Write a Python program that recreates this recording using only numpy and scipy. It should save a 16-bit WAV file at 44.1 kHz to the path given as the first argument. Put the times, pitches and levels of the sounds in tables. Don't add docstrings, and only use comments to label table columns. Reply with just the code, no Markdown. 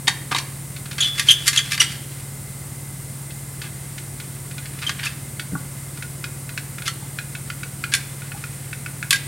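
import sys
import numpy as np
from scipy import signal
from scipy.fft import rfft, irfft, next_fast_len
from scipy.io import wavfile
from scipy.ndimage import uniform_filter1d, minimum_filter1d

SR = 44100
rng = np.random.default_rng(int(sys.argv[2]) if len(sys.argv) > 2 else 0)


def persist_wave(psi):
    counts = np.round(np.clip(psi, -1, 1) * 32767).astype(np.int16)
    wavfile.write(sys.argv[1], SR, np.atleast_2d(counts).T)


N = 408807

# start in seconds, length in seconds, pitch in Hz, level in dB,
# overtones in dB against the fundamental, roughness from 0 to 1.
SQUEALS = [(1.004, .015, 3380, -13.5, -5, .5), (1.018, 0.023, 3380, -12.5, -22, 0.8),
           (1.037, .022, 3030, -20.5, -12, 0), (1.286, 0.0077, 3120, -2.5, -15.5, 0.06),
           (1.295, .0055, 3280, -2.5, -27, 0.3), (1.302, .007, 3360, -7, -23, 0.7),
           (1.3056, .0125, 3154, 0, -14, 0.33), (1.573, .013, 3315, -8, -7, 0.76),
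           (1.8012, .0125, 2900, -6.5, -3, 0.1), (1.839, 0.011, 8340, -23, -40, 0.06),
           (4.865, .014, 3140, -18, -18, 0.05)]
# frequency in Hz, level in dB, t60 in seconds.
FRAME_MODES = [(1150, -14.5, 0.071), (1613, -13.5, 0.11), (1827, -6, 0.047), (2052, -2, 0.045),
               (2326, -2, 0.031), (2560, -9, 0.044), (3180, -6, 0.061), (3750, -10, 0.028),
               (4500, -6, 0.068)]
# frequency in Hz, level in dB.
STEEL_SPECTRUM = [(300, -36), (750, -25), (1150, -7.5), (1700, 1), (4200, 2), (6000, -1), (9000, -2),
                  (12000, -5.5), (15500, -29)]
SLIDE_TILT_DB = -2


def undb(db):
    return 10 ** (np.asarray(db) / 20)


def unit(x):
    return x / np.sqrt(np.mean(x ** 2) + 1e-18)


def clock(length):
    return np.arange(int(length * SR)) / SR


def onset(t, rise_s):
    return 1 - np.exp(-t / rise_s)


def fade(t, t60):
    return np.exp(-np.log(1000) * t / t60)


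def add(track, s, x):
    i = int(s * SR)
    track[i:i + len(x)] += x[:N - i]


def curve(points, s):
    return np.interp(s, *np.transpose(points))


def colour(x, points, tilt_db=0):
    size = 2 * next_fast_len(len(x) // 2 + 1024)
    octave = np.log2(np.maximum(np.fft.rfftfreq(size, 1 / SR), 1))
    hz, db = np.transpose(points)
    db = np.interp(octave, np.log2(hz), db)
    db = db + tilt_db * np.clip(octave - np.log2(3000), -2, 2)
    cepstrum = irfft(np.log(undb(db)))
    cepstrum[1:size // 2] *= 2
    cepstrum[size // 2 + 1:] = 0
    response = np.exp(rfft(cepstrum))
    return irfft(rfft(x, size) * response)[:len(x)]


def ring(t, modes, stretch=1, scatter_db=2):
    out = np.zeros(len(t))
    for hz, db, t60 in modes:
        weight = rng.choice([-1, 1]) * undb(db + scatter_db * rng.standard_normal())
        out += weight * fade(t, t60) * np.sin(2 * np.pi * hz * stretch * t)
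    return out


def chatter(t):
    return rng.choice([-1., 1.], len(t))


def catches(t, depth_db, rate=500):
    knots = np.arange(0, t[-1] + 2 / rate, 1 / rate)
    return unit(undb(depth_db * np.interp(t, knots, rng.standard_normal(len(knots)))))


def damped_tones(rows):
    out, t = np.zeros(N), clock(.2)
    for s, db, hz, rise_s, t60 in rows:
        add(out, s, undb(db) * onset(t, rise_s) * fade(t, t60) * np.sin(2 * np.pi * hz * t))
    return out


def hum(drift_rad=0.19, looseness=0.47):
    mains_hz, turn_hz = 60, 18.34
    beat_levels = [-45.5, -44.5, -36, -52, -52.5]
    shaft_orders = (2, 4, 5, 10)
    shaft_levels = [-62, -53.5, -58, -53]
    # frequency in Hz, rms in dB.
    other_tones = [(58.9, -54.5), (528, -61.5)]
    beats = [(2 * mains_hz + (k - 1) * turn_hz, db) for k, db in enumerate(beat_levels)]
    shaft = [(k * turn_hz, db) for k, db in zip(shaft_orders, shaft_levels)]
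    t, out = np.arange(N) / SR, np.zeros(N)
    knots = np.arange(0, t[-1] + 1, .5)
    for hz, db in beats + shaft + list(other_tones):
        wander = drift_rad * np.interp(t, knots, rng.standard_normal(len(knots)))
        turns = hz * t + looseness * rng.random()
        out += np.sqrt(2) * undb(db) * np.sin(2 * np.pi * turns + wander)
    return out


def background():
    # centre in Hz, half-width in Hz where the level is 6 dB down, rms in dB.
    whine_bands = [(2060, 77, -54.5), (8880, 55, -51.5)]
    # frequency in Hz, level in dB.
    air_spectrum = [(25, -26), (45, -12), (62, -0.5), (130, 1.5), (200, 0.5), (350, -3.5), (470, -9.5),
                    (1500, -13.5), (3200, -19), (6300, -16.5), (7400, -11), (8700, -6), (11500, -13),
                    (16000, -18)]
    air_db = -37
    f = np.fft.rfftfreq(N, 1 / SR)
    whine = np.zeros(N)
    for hz, width, db in whine_bands:
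        band = rfft(rng.standard_normal(N)) / (1 + ((f - hz) / width) ** 2)
        whine += undb(db) * unit(irfft(band, N))
    mid, side = (undb(air_db) * unit(colour(rng.standard_normal(N), air_spectrum)) for _ in range(2))
    side = colour(side, [(40, -20), (130, -32), (220, -18.5), (500, -13.0),
                         (1500, -16.5), (4000, -16.5), (8700, -18.5), (14000, -8.5)])
    return hum() + whine + mid + side * np.array([[1], [-1]])


def handling(grain_db=4, fits_db=4, fits_per_s=40):
    # time in seconds, level in dB.
    sliding_levels = [(.93, -64), (1.0, -35), (1.15, -41), (1.4, -37.5), (1.9, -40), (2.05, -49),
                      (2.2, -49), (2.4, -70)]
    # time in seconds, level in dB.
    grip_levels = [(3.2, -66), (3.8, -53), (4.1, -58), (4.6, -50.5), (5.12, -42), (5.3, -64), (6, -52),
                   (6.2, -64), (8.55, -50), (9.2, -59)]
    grip_tilt_db = -6.5
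    t, out = np.arange(N) / SR, np.zeros(N)
    for levels, tilt_db in (sliding_levels, SLIDE_TILT_DB), (grip_levels, grip_tilt_db):
        slips = chatter(t) * catches(t, grain_db) * catches(t, fits_db, fits_per_s)
        out += undb(curve(levels, t)) * unit(colour(slips, STEEL_SPECTRUM, tilt_db))
    return out


def scrapes(grain_db=3, uneven_db=4, frame_db=-38, overrun=1.65):
    # start in seconds, length in seconds, level in dB,
    # brightness in dB per octave.
    rubs = [(0.0706, .008, -23.5, -5.5), (0.309, .028, -25.5, -8.5), (.35, 0.043, -30.5, -5),
            (1.253, 0.09, -29, -2), (1.305, 0.021, -23, 8), (1.452, 0.046, -25, -2),
            (1.526, 0.023, -26, -1.5), (1.547, 0.034, -24, -2.5), (1.7, 0.062, -25, -1.5),
            (1.793, 0.041, -21, -1), (3.614, 0.072, -42.5, -6), (4.812, 0.039, -34, -7.5),
            (5.023, .066, -29, -5), (5.048, .018, -33, 4.5), (6.85, 0.037, -30.5, -2),
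            (7.916, .021, -31.5, -1), (9.115, 0.056, -28.5, 0)]
    full_squeal_db, follow = -24.5, 0.58
    under_squeals = [(s, overrun * length, full_squeal_db + follow * db, SLIDE_TILT_DB)
                     for s, length, _, db, _, _ in SQUEALS]
    out = np.zeros(N)
    for s, length, db, tilt_db in list(rubs) + under_squeals:
        t = clock(length)
        grains = undb(grain_db * np.minimum(rng.exponential(size=len(t)), 5))
        slips = chatter(t) * grains * catches(t, uneven_db)
        swell = signal.windows.tukey(len(t), .5)
        add(out, s, undb(db) * unit(colour(slips * swell, STEEL_SPECTRUM, tilt_db)))
    stirred_frame = signal.fftconvolve(out, ring(clock(.2), FRAME_MODES))[:N]
    return out + undb(frame_db) * stirred_frame


def clacks(gain_db=-6, snap_t60=0.015, rattle_db=-4, hollow_db=2, ring_db=-11, uneven_db=3, detune=0.0245):
    # start in seconds, level in dB before the common gain,
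    # brightness in dB per octave, contact rise in seconds.
    hits = [(.078, 5.5, -3.5, 0.0017), (.316, -6.5, -2, .0034), (.347, -5.5, -5.5, .0008),
            (.363, -7.5, -4, .001), (.383, -5, -3.5, 0.0017), (.981, -5, -4.5, 0.0024),
            (1.179, -5.5, -1.5, .0035), (1.195, -1.5, -1.5, 0.00056), (1.468, -9, 4, .001),
            (1.478, 4, 1.5, 0.00058), (1.589, -4, -2.5, 0.0011), (1.777, -8.5, -5.5, .0006),
            (1.8158, -1.5, -4.5, .001), (4.893, -5, -5.5, 0.00035), (6.8776, -3.5, -2, 0.002),
            (7.9377, 0, -1.3, .0003), (7.949, -6, 2, .0015), (9.1068, 1, 0.8, .0007),
            (9.128, -0.5, 0.2, 0.00066)]
    # time in seconds,
    # level in dB relative to the clack, before hollow_db.
    tube_play = [(.08, -11), (.32, 4), (.38, -9), (.6, -36)]
    # frequency in Hz, level in dB.
    hollow_spectrum = [(100, -6), (300, 0), (600, -3.5), (850, 6), (1150, 12.5), (1600, 0), (4000, -24)]
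    rattle_t60 = 0.047
    out, t = np.zeros(N), clock(0.22)
    for s, db, tilt_db, rise_s in hits:
        press = onset(t, rise_s)
        snap = fade(t, snap_t60 + 2 * rise_s)
        rattle = undb(rattle_db) * fade(t, rattle_t60) * catches(t, uneven_db)
        contact = chatter(t) * press * (snap + rattle)
        steel = colour(contact, STEEL_SPECTRUM, tilt_db)
        tube = undb(curve(tube_play, s) + hollow_db) * colour(contact, hollow_spectrum)
        stretch = 1 + detune * rng.standard_normal()
        frame = undb(ring_db) * press * ring(t, FRAME_MODES, stretch)
        add(out, s, undb(db + gain_db) * (steel + tube + frame))
    return out


def twangs():
    # start in seconds, level in dB, pitch in Hz.
    twang_rows = [(.079, -4, 3720), (.347, -11.5, 3780), (4.583, -35, 1450), (5.03, -23, 1600),
                  (5.068, -13, 2620), (6.03, -30, 1445), (6.876, -21.5, 1338), (7.922, -19, 1630),
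                  (7.944, -14, 1590), (9.112, -23, 1116), (9.128, -11.5, 1625), (9.144, -13, 1616)]
    rise_cycles, ring_cycles = 2.9, 117
    return damped_tones([(s, db, hz, rise_cycles / hz, ring_cycles / hz) for s, db, hz in twang_rows])


def ticks(low_db=-8.0, high_db=-8.2, grit_db=-8, detune=0.026):
    # start in seconds, level in dB before the make-up.
    slip_rows = [(0.7627, -24), (0.856, -25.5), (0.9113, -19.5), (0.929, -26), (3.3044, -28), (3.6155, -20),
                 (3.9794, -22.5), (4.1988, -23), (4.5105, -26.5), (4.58, -21.5), (4.6558, -24),
                 (4.788, -25), (4.8245, -20.5), (5.3955, -14), (5.9736, -26), (6.0232, -19),
                 (6.2406, -14.5), (6.4916, -21.5), (6.576, -12.5), (6.783, -20), (6.8199, -20),
                 (7.1865, -13.5), (7.3508, -18.5), (7.5009, -15), (7.632, -17), (7.8386, -11),
                 (8.2186, -25), (8.318, -21.5), (8.4389, -19.5), (8.7296, -19), (8.861, -18),
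                 (9.0268, -14.5)]
    # frequency in Hz, level in dB,
    # t60 in seconds.
    low_modes = [(1457, 0, 0.025), (1708, -2.5, 0.018)]
    high_modes = [(2205, -1.3, 0.02), (2523, -0.69, 0.024)]
    # frequency in Hz, level in dB.
    grit_spectrum = [(500, -24), (1100, -12), (2000, 1.5), (3000, 2), (4000, 1.5), (6000, -7), (9000, -9.5),
                     (15000, -21)]
    # low ring, upper ring and grit in dB, before the trims above.
    slack_mix = (-19, -20, -11.5)
    loaded_mix = (-12.5, -14, -20)
    load_from_s, load_full_s = 4.1, 9
    slack_rise_s, loaded_rise_s = .0025, .0008
    slack_grit_t60, loaded_grit_t60 = .038, .022
    out, t = np.zeros(N), clock(.05)
    for s, db in slip_rows:
        load = np.interp(s, [load_from_s, load_full_s], [0, 1])
        low, high, grit = (1 - load) * np.array(slack_mix) + load * np.array(loaded_mix)
        rise_s = slack_rise_s * (loaded_rise_s / slack_rise_s) ** np.sqrt(load)
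        press = onset(t, rise_s)
        grit_t60 = (1 - load) * slack_grit_t60 + load * loaded_grit_t60
        stretch = 1 + detune * rng.standard_normal()
        body = undb(low + low_db) * unit(press * ring(t, low_modes, stretch))
        body += undb(high + high_db) * unit(press * ring(t, high_modes, stretch))
        contact = press * chatter(t) * fade(t, grit_t60)
        scratch = undb(grit + grit_db) * unit(colour(contact, grit_spectrum))
        add(out, s, undb(db) * (body + scratch))
    return out


def squeaks(wobble=0.092, third_db=-7, edge=0.36):
    sag = 0.039
    out = np.zeros(N)
    for s, length, pitch_hz, db, over_db, rough in SQUEALS:
        t = clock(length)
        waver = unit(uniform_filter1d(rng.standard_normal(len(t)), size=24))
        waver = waver - waver.mean()
        hz = pitch_hz * (1 + sag * (.5 - t / length)) * (1 + wobble * rough * waver)
        phase = 2 * np.pi * np.cumsum(hz) / SR
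        overtones = np.sin(2 * phase) + undb(third_db) * np.sin(3 * phase)
        tone = np.sin(phase) + undb(over_db) * overtones
        add(out, s, undb(db) * tone * signal.windows.tukey(len(t), edge))
    return out


def rod(strike_s=0.0024, buzz_db=5.5, pump=1.1):
    # frequency in Hz, level in dB, t60 in seconds.
    rod_modes = [(3104, -19, 0.22), (3140, -5, .15), (3280, -4, 0.37), (3350, -4, 0.73), (3400, -4, .25),
                 (3455, 3, 0.43)]
    # time in seconds,
    # lowest mode in Hz, ring level in dB.
    seating = [(1.6, 3090, -1), (1.8, 2935, -0.5), (4.8, 2935, -4)]
    ring_db, fill_s, follow = -27, 0.015, 0.41
    out, t = np.zeros(N), clock(.5)
    times, lowest_hz, choke_db = np.transpose(seating)
    for s, length, _, db, _, _ in SQUEALS:
        stretch = np.interp(s, times, lowest_hz) / rod_modes[0][0]
        modes = ring(t, rod_modes, stretch, scatter_db=3) * catches(t, buzz_db)
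        level_db = ring_db + follow * db + np.interp(s, times, choke_db)
        size = undb(level_db) * (length / fill_s) ** pump
        add(out, s + length / 2, size * onset(t, strike_s) * modes)
    return out


def panel(rise_s=.0009):
    # start in seconds, level in dB, hardness in dB per octave above the first mode.
    touches = [(5.522, -24, -7), (5.533, -18, -9), (5.552, -22.5, 1)]
    # frequency in Hz, level in dB, t60 in seconds.
    panel_modes = [(190, 1, 0.056), (280, -1, .05), (850, -5, 0.03), (1136, -7, 0.088), (1440, 3.5, 0.024)]
    rows = []
    for s, db, hard_db in touches:
        for hz, mode_db, t60 in panel_modes:
            level_db = db + mode_db + hard_db * np.log2(hz / panel_modes[0][0])
            rows.append((s, level_db, hz, rise_s, t60))
    return damped_tones(rows)


def plops(rise_s=0.0022, t60=0.032):
    # start in seconds, level in dB, pitch in Hz.
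    pockets = [(7.024, -29.5, 850), (8.347, -26, 805)]
    return damped_tones([(s, db, hz, rise_s, t60) for s, db, hz in pockets])


def cabin(x, early_db=-6, early_t60=0.14, late_db=-19, late_t60=0.62, first_s=0.00249,
          early_side_db=-6, late_side_db=-3):
    t = clock(.7)

    def echoes(early_gain, late_gain):
        early = chatter(t) * fade(t, early_t60) * (t > first_s)
        late = colour(chatter(t), [(200, 0.0), (2500, -1.0), (6000, -6.5), (14000, -20)])
        late = late * fade(t, late_t60) * (1 - fade(t, 0.13))
        reflections = early_gain * unit(early) + late_gain * unit(late)
        return signal.fftconvolve(x, reflections)[:N] / np.sqrt(len(t))

    mid = echoes(undb(early_db), undb(late_db))
    side = echoes(undb(early_db + early_side_db), undb(late_db + late_side_db))
    side = colour(side, [(700, -3.0), (2000, -11.5), (4500, -5.0), (12000, 2.5)])
    return x + mid + side * np.array([[1], [-1]])


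def scene():
    tones = cabin(squeaks() + twangs(), early_db=-7.5, late_db=-25.5)
    gun = cabin(clacks() + ticks() + scrapes() + handling() + panel() + plops() + rod())
    balance_db = -0.1
    return (tones + gun + background()) * undb(np.array([[balance_db], [-balance_db]]) / 2)


def record(dry):
    top_hz = 15900
    gain = 1 / np.maximum(np.abs(dry).max(axis=0) / .97, 1)
    gain = uniform_filter1d(minimum_filter1d(gain, size=89), size=89)
    low_pass = signal.ellip(10, .2, 70, top_hz, fs=SR, output="sos")
    return signal.sosfilt(low_pass, dry * gain)


dry = scene()
out = record(dry)
persist_wave(out)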